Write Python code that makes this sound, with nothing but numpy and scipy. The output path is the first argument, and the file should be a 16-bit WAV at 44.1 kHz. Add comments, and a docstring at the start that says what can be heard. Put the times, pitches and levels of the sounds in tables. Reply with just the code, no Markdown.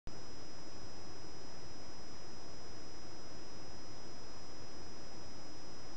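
"""A quiet garden at night, on the one microphone of a trail camera; a fox on the lawn makes no sound.
Far off, traffic leaves a low, even wash and machines drone in narrow bands of rumble.
Right at the microphone are the camera's own noises: amplifier hiss with a faint sizzle, and the thin,
steady whine of a clocked circuit. The input switches on with a small click just after the start."""
import sys
import numpy as np
from scipy import signal
from scipy.fft import rfft, irfft
from scipy.io import wavfile

SR = 44100
rng = np.random.default_rng(int(sys.argv[2]) if len(sys.argv) > 2 else 0)


def inscribe(sig):
    """Save sig as 16-bit PCM at rate SR to the path in sys.argv[1].

    A 1-D sig is mono; a 2-D sig holds one channel per row.
    Samples are clipped to [-1, 1] before scaling.
    """
    pcm = np.round(np.clip(np.atleast_2d(sig).T, -1, 1) * 32767)
    wavfile.write(sys.argv[1], SR, pcm.astype(np.int16))


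N = 262836
TIME = np.arange(N) / SR
BINS_HZ = np.fft.rfftfreq(N, 1 / SR)

# spectrum of the night air and far traffic: (frequency [Hz], relative level [dB])
AIR_SPECTRUM = [(12, -3.5), (55, 2.5), (125, 1), (205, -1.3), (450, -2.5), (740, -5), (1200, -9),
                (2000, -15), (3200, -22.5), (6000, -41.5)]
# droning bands of far machines: (centre [Hz], width [Hz], rms level [dB])
MACHINE_BANDS = [(32, 2, -73.5), (98.7, 3.7, -70), (130, 3.1, -73.5), (321.5, 44.5, -62.5), (394.8, 6, -72)]
# spectrum of the microphone amplifier's hiss: (frequency [Hz], relative level [dB])
HISS_SPECTRUM = [(100, 0), (3000, -0.5), (5500, 1.5), (7000, -.5), (7600, -2.5), (8000, -5.5),
                 (8350, -14.5), (8700, -27)]
# overtones of the camera's clocked circuit: (multiple [x clock rate], rms level [dB])
WHINE_OVERTONES = [(1, -77), (6, -87.5), (7, -60.5), (8, -66), (9, -94)]


def amp(db):
    """Decibels to gain."""
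    return 10 ** (np.asarray(db) / 20)


def unit(x):
    """Scales to rms 1."""
    return x / np.sqrt(np.mean(x ** 2) + 1e-20)


def colour(points):
    """Gain at every frequency from (frequency [Hz], level [dB]) points, joined on a log axis."""
    hz, db = np.transpose(points)
    return amp(np.interp(np.log(BINS_HZ + 1), np.log(hz + 1), db))


def noise(gain):
    """Noise of rms 1 with the given spectrum."""
    return unit(irfft(rfft(rng.standard_normal(N)) * gain, N))


def band(hz, width_hz):
    """Gain of a resonance with steep skirts."""
    return 1 / (1 + ((BINS_HZ - hz) / (0.77 * width_hz)) ** 2)


def drift(rate_hz):
    """A smooth random wander of rms 1."""
    return noise(np.exp(-(BINS_HZ / rate_hz) ** 2))


def far_traffic(level_db=-55, swell_db=0.07, swell_hz=2.7):
    """Distance dulls the traffic to an even wash in the night air that barely swells."""
    return noise(colour(AIR_SPECTRUM)) * amp(level_db + swell_db * drift(swell_hz))


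def far_machines():
    """Narrow bands of rumble that fade in and out on their way through the air to the microphone."""
    return sum(amp(db) * noise(band(hz, width_hz)) for hz, width_hz, db in MACHINE_BANDS)


def amplifier_hiss(level_db=-66.5):
    """The microphone's amplifier adds an even hiss of its own."""
    return amp(level_db) * noise(colour(HISS_SPECTRUM))


def amplifier_sizzle(settled_hz=7020, settled_db=-85.5, cold_rise_hz=260, cold_rise_db=5.5):
    """A faint, narrow sizzle that sinks and softens as the electronics settle after power-up."""
    cold = np.exp(-TIME / 2.4)  # time constant [s]
    centre_hz = settled_hz + cold_rise_hz * cold
    tone = np.cos(2 * np.pi * np.cumsum(centre_hz) / SR)
    sizzle = unit(drift(rate_hz=110) * tone)  # the wander spreads the tone into a band
    return amp(settled_db + cold_rise_db * cold) * sizzle


def camera_whine(clock_hz=727.272):
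    """A clocked circuit leaks into the microphone: pure, steady overtones of one rate."""
    whine = np.zeros(N)
    for multiple, db in WHINE_OVERTONES:
        cycles = multiple * clock_hz * TIME + rng.random()
        whine += amp(db) * unit(np.sin(2 * np.pi * cycles))
    return whine


def scene():
    """The distant rumble behind the camera's own noise, in mono."""
    garden = far_traffic() + far_machines()
    camera = amplifier_hiss() + amplifier_sizzle() + camera_whine()
    return (garden + camera)[None]


def record(dry, switch_on_s=0.07255, offset=-0.0211, cutoff_hz=8750):
    """The input opens abruptly, so its steady offset voltage clicks once; a low-pass cuts the top."""
    opened = (dry + offset) * (TIME >= switch_on_s)
    low_pass = signal.firwin(511, cutoff_hz, window=("kaiser", 9), fs=SR)
    margin = len(low_pass) // 2
    padded = np.pad(opened, ((0, 0), (margin, margin)), mode="edge")
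    return signal.oaconvolve(padded, low_pass[None], "valid")


dry = scene()
out = record(dry)
inscribe(out)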